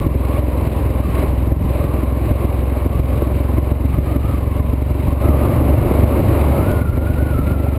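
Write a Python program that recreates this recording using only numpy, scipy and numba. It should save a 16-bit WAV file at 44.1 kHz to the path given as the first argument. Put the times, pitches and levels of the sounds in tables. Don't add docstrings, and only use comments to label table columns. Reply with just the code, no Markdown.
import sys
import numpy as np
from scipy import signal
from scipy.fft import rfft, irfft, next_fast_len
from scipy.io import wavfile
from scipy.ndimage import uniform_filter1d, map_coordinates
from numba import njit

SR = 44100
rng = np.random.default_rng(int(sys.argv[2]) if len(sys.argv) > 2 else 0)


def file_out(sig):
    cols = np.atleast_2d(sig).T
    lim = np.clip(cols, -1, 1)
    pcm = np.round(lim * 32767).astype(np.int16)
    wavfile.write(sys.argv[1], SR, pcm)


def level_to_linear(level):
    exponent = np.asarray(level, float) / 20
    return 10 ** exponent


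N = 343098


def unit(x):
    return x / np.sqrt(np.mean(np.abs(x) ** 2) + 1e-20)


def curves(rows):
    time_s, *columns = np.transpose(rows)
    return [np.interp(np.arange(N) / SR, time_s, column) for column in columns]


def wobble(rate_hz):
    knots = rng.standard_normal(int(N * rate_hz / SR) + 4)
    return map_coordinates(knots, [np.arange(N) * rate_hz / SR])


def filtered(x, response):
    m = next_fast_len(N + SR // 2)
    return irfft(rfft(x, m) * response(np.fft.rfftfreq(m, 1 / SR)), m)[:N]


def resonances(modes):
    def response(f):
        total = 0
        for k, (hz, width_hz, db) in enumerate(modes):
            damping = 1j * f * width_hz
            total = total + (-1) ** k * level_to_linear(db) * damping / (hz * hz - f * f + damping)
        return total
    return response


def rush(spectrum, patchy_db):
    z = signal.stft(rng.standard_normal(N + SR // 10), nperseg=512)[2]
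    field = uniform_filter1d(rng.standard_normal(z.shape), size=5, axis=0)
    field = uniform_filter1d(field, size=10, axis=1)
    air = signal.istft(z * level_to_linear(patchy_db * unit(field)), nperseg=512)[1][:N]
    hz, db = np.transpose(spectrum)
    return unit(filtered(air, lambda f: level_to_linear(np.interp(np.log(f + 1), np.log(hz), db))))


def engine(rate_rows, start_s, lead):
    # (time [s], peak level [dB], times in a row)
    heavy = [(0.065, -5.5, 1), (0.161, -5, 1), (0.392, -5.5, 1), (1.238, -7, 1), (1.521, -5, 1),
             (1.801, -7, 2), (2.312, -5, 2), (2.861, -6, 2), (3.406, -8.5, 1), (3.585, -4.5, 4),
             (4.162, -4.5, 1), (4.604, -5.5, 2), (4.913, -6, 1), (5.13, -5.5, 1), (5.293, -2.5, 1),
             (5.709, -6, 1), (6.038, -5.5, 1), (6.284, -8, 1), (6.63, -6, 1), (6.816, -6, 1), (6.98, -6, 3),
             (7.31, -6.5, 1), (7.392, -5.5, 1), (7.518, -5.5, 1), (7.685, -6.5, 1)]
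    # (frequency [Hz], width [Hz], level [dB])
    pipe = [(64.8, 11.5, 1.5), (121.3, 57, -10.5)]
    rate_hz, = curves(rate_rows)
    cycles = np.cumsum(rate_hz * (np.arange(N) >= start_s * SR)) / SR - lead
    whole = np.arange(int(cycles[-1]) + 1)
    chance = rng.standard_normal((len(whole), 3))
    at = np.interp(whole + 0.009 * chance[:, 0], cycles, np.arange(N))

    size_db = 0.1 * chance[:, 1]
    for time_s, db, times in heavy:
        miss = np.abs(at - (time_s - .007) * SR)
        in_reach = miss.min() < .007 * SR
        size_db[miss.argmin()::3][:round(times)] += in_reach * 1.76 * max(db + 8.5, 0)

    blows = np.bincount(at.astype(int), -level_to_linear(0.78 * size_db), N)
    boom = unit(filtered(blows, lambda f: resonances(pipe)(f) * resonances([(85, 90, 0)])(f)))
    later = np.minimum(at + .0036 * SR, N - 1).astype(int)
    raps = np.bincount(later, -level_to_linear(size_db + 1.45 * chance[:, 2]), N)
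    bark = unit(filtered(raps, lambda f: resonances([(258, 100, 0)])(f) ** 2))
    return boom + level_to_linear(-11.5) * bark, 2 * np.pi * cycles, np.interp(cycles, whole + 0.1, size_db)


def exhaust_gas(puff, size_db):
    # (frequency [Hz], width [Hz], level [dB])
    case = [(251, 110, -5.5), (330, 58, 1.5), (598, 42.4, -2), (2158, 140, -22.5), (4060, 100, -55)]
    noise = filtered(rng.standard_normal(N), resonances(case))
    return unit(level_to_linear(2.0 * puff + size_db + 1.6 * wobble(60)) * noise)


def head_wind(steady_rows, gust_rows):
    steady_db, calm_db = curves(steady_rows)
    time_s, length_s, strength_db, hz, whistle_db = np.transpose(gust_rows)
    t = np.arange(N) / SR
    bells = np.exp(-(2 * (t[:, None] - time_s) / length_s) ** 2)
    gust_db = bells @ strength_db
    roar_db = -29.5 + steady_db + 0.61 * gust_db
    hiss_db = -45 + 0.43 * steady_db + 0.91 * gust_db
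    pitch_hz = np.interp(t, time_s, hz) - 59.47 * (1 - bells.max(axis=1))
    sing_db = 20 * np.log10(level_to_linear(calm_db) + bells @ level_to_linear(whistle_db))
    return roar_db, hiss_db, pitch_hz, sing_db


def wind_noise(puff, roar_db, hiss_db, buffet_db):
    # (frequency [Hz], level [dB per Hz])
    buffet_spectrum = [(12, -41), (30, -5.5), (60, 2), (120, 1.5), (200, -7), (400, -25), (800, -53.5)]
    roar_spectrum = [(100, -41), (220, -3), (300, 0), (440, -4.5), (590, -2), (630, -7), (680, -9.5),
                     (800, -10), (870, -13), (1100, -12.5), (1500, -24.5), (2500, -54)]
    hiss_spectrum = [(900, -40), (1500, -4), (1800, -2), (2300, 1), (2900, -4), (3400, -11.5), (3970, -8),
                     (4250, -13), (5000, -16), (5900, -25.5), (6300, -42)]
    gust = .6 * wobble(9)
    roar = unit(level_to_linear(0.5 * puff + 0.93 * gust) * rush(roar_spectrum, patchy_db=1.0))
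    hiss_gain_db = 0.5 * puff + 1.2 * gust + 1.63 * wobble(150)
    hiss = unit(level_to_linear(hiss_gain_db) * rush(hiss_spectrum, patchy_db=0.82))
    buffet = unit(level_to_linear(3.65 * wobble(12)) * rush(buffet_spectrum, patchy_db=-0.5))
    low = level_to_linear(buffet_db + 0.69 * (roar_db + 30.0)) * buffet
    return low + level_to_linear(roar_db + 2.5) * roar + level_to_linear(hiss_db + 2.5) * hiss


def whistle(hz, db, width_hz):
    flutter = unit(.8 + wobble(width_hz) + 1j * wobble(width_hz))
    phase = 2 * np.pi * np.cumsum(hz + 15 * wobble(40)) / SR
    return level_to_linear(db + 3) * np.real(flutter * np.exp(1j * phase))


@njit
def gain_rider(x, knee, attack, release):
    out, held, gain = np.empty_like(x), knee, 1.0
    for i in range(len(x)):
        held = max(abs(x[i]), knee + (held - knee) * release)
        gain = knee / held + (gain - knee / held) * attack
        out[i] = gain
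    return out


def ride(rate_rows, wind_rows, gust_rows, lead, start_s, end_s, thump_db, whistle_width_hz, buffet_db):
    thump, angle, size_db = engine(rate_rows, start_s, lead)
    roar_db, hiss_db, whistle_hz, whistle_db = head_wind(wind_rows, gust_rows)
    puff = np.cos(angle - .7)
    x = level_to_linear(thump_db) * thump + level_to_linear(roar_db - 1.45) * exhaust_gas(puff, size_db)
    x = x + wind_noise(puff, roar_db, hiss_db, buffet_db)
    x = x + whistle(whistle_hz, whistle_db, whistle_width_hz)
    attack_s, release_s = 0.0037, 0.062
    gain = gain_rider(x, 0.41, np.exp(-1 / (attack_s * SR)), np.exp(-1 / (release_s * SR)))
    t = np.arange(N) / SR
    return x * gain * np.clip((t - start_s) / 0.014, 0, 1) * (t < end_s)


def knocks():
    # (time [s], peak level [dB], frequency [Hz])
    hits = [(0.15, -6.5, 330), (3.221, 0, 389.6), (4.157, -11, 306), (5.292, -8, 330), (5.911, 0, 300),
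            (6.285, -23, 353), (7.666, -12, 730), (1.196, -24, 900), (.37, -15, 590), (3.054, -21, 704),
            (7.589, -22, 600)]
    x, t = np.zeros(N + SR), np.arange(SR // 40) / SR
    for time_s, db, hz in hits:
        push = level_to_linear(db + 8.5 - 60 * t / 0.012) * (1 - np.exp(-t / 0.0026))
        x[round(time_s * SR):][:len(t)] -= push * np.cos(2 * np.pi * hz * t)
    return x[:N]


def grit():
    # (time [s], peak level [dB])
    grains = [(0.0008, -34), (.395, -47), (0.72, -54), (1.105, -47), (1.197, -45), (3.589, -48),
              (3.886, -52), (4.567, -41), (4.903, -49), (5.13, -46), (5.26, -44)]
    x, t = np.zeros(N + SR), np.arange(SR // 300) / SR
    for time_s, db in grains:
        x[round(time_s * SR):][:len(t)] += level_to_linear(db + 15 - 60 * t / 0.0044) * rng.standard_normal(len(t))
    return x[:N]


def scene():
    # (time [s], rate [firings per s])
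    first_rate = [(0, 21.6), (1, 21.1), (2.6, 21.8), (4, 22.57), (5.6, 23.08), (6.72, 23.95)]
    second_rate = [(5.2, 24.04), (5.7, 24.13), (6.2, 24.38), (6.7, 24.39), (7.2, 24.26), (7.78, 23.59)]
    leads = (.262, .03)
    # (start [s], end [s], thump level [dB], whistle width [Hz], buffet level [dB])
    stretches = [
        (0, 6.717, -15.5, 200.3, -23),
        (5.2, 8.5, -19, 120.1, -22),
    ]
    # (time [s], strength [dB], whistle level between gusts [dB])
    winds = [
        [(0, 0.5, -39.5), (5.15, -.5, -45.5), (5.5, 7, -41), (6.3, 3.5, -47), (6.72, 4.5, -47)],
        [(5.2, 4.5, -60), (5.4, 5.5, -58), (5.65, 1.5, -57), (5.95, 7, -54), (6.45, 5.5, -52), (6.79, 4.5, -40),
         (6.86, 1.5, -38.5), (7.78, 1.5, -40)],
    ]
    # (time [s], length [s], strength [dB], whistle pitch [Hz], whistle level [dB])
    first_gusts = [(0, .2, 3, 1103, -38), (0.342, .2, 3, 1099, -45), (.6, .2, 1.5, 1004, -51),
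                   (1.052, 0.27, 2.5, 1139, -44), (1.206, 0.1686, 6, 1090, -50),
                   (1.603, 0.22, -2.3, 1040, -69), (1.832, 0.28, 3, 1121, -42), (2.398, .3, 2.7, 1100, -44),
                   (2.946, 0.13, 1.8, 1146, -39), (3.177, .2, 3.5, 1120, -39.5),
                   (3.6, .2, 1.7, 1030, -42.5), (3.96, .1, 1, 1200, -42), (4.095, 0.12, 4.5, 1228, -43),
                   (4.302, .14, 2, 1247, -37.5), (4.602, .25, 0.3, 1040, -39.5),
                   (5.11, 0.0686, 3, 1030, -31), (5.25, .14, .4, 1225, -37), (5.451, 0.23, -1.5, 1219, -36),
                   (6.099, .4, 2, 1108, -45)]
    second_gusts = [(6.4, .15, 4.4, 1230, -45), (6.58, 0.0802, 0.37, 1270, -38),
                    (6.69, 0.202, 1.6, 1503, -34), (6.79, 0.0696, 2.8, 1455, -42),
                    (6.9, 0.0991, 0.37, 1410, -41.5), (7.1, 0.0915, 0.59, 1458, -42),
                    (7.21, 0.0694, .4, 1488, -53), (7.3, 0.106, 2.8, 1440, -41),
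                    (7.38, 0.0965, .3, 1303, -37.5), (7.499, 0.088, 3.5, 1410, -37),
                    (7.66, .09, 1.6, 1366, -46)]
    mono = knocks() + grit()
    parts = zip((first_rate, second_rate), winds, (first_gusts, second_gusts), leads, stretches)
    for rate_rows, wind_rows, gust_rows, lead, settings in parts:
        mono = mono + ride(rate_rows, wind_rows, gust_rows, lead, *settings)
    return np.array([mono, mono])


def roll_off(x):
    return signal.sosfilt(signal.butter(12, 15570, fs=SR, output="sos"), x)


def record(dry):
    # (frequency [Hz], level [dB per Hz])
    side_spectrum = [(30, -9), (120, 4), (500, -13), (1000, -20.5), (1600, -16), (5000, -24), (6000, -35),
                     (7000, -26), (10000, -30.5), (10500, -55), (15000, -47)]
    camera_hz = 12000
    smooth = filtered(dry[0], lambda f: 1 / (1 + (f / 5600) ** 12))
    coarse = map_coordinates(smooth, [np.arange(N * camera_hz // SR + 1) * SR / camera_hz])
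    mono = signal.resample_poly(np.repeat(coarse, 4), 147, 160)[:N]
    mono[round(6.717 * SR)] += .07
    mono = mono * np.clip((N - np.arange(N)) / (.004 * SR), 0, 1)
    mono = mono / (1 + np.abs(mono / .96) ** 8) ** (1 / 8)
    side = level_to_linear(-54.5) * unit(level_to_linear(9.5 * wobble(30)) * rush(side_spectrum, patchy_db=1.0))
    return roll_off(np.array([mono + side, mono - side]))


dry = scene()
out = record(dry)
file_out(out)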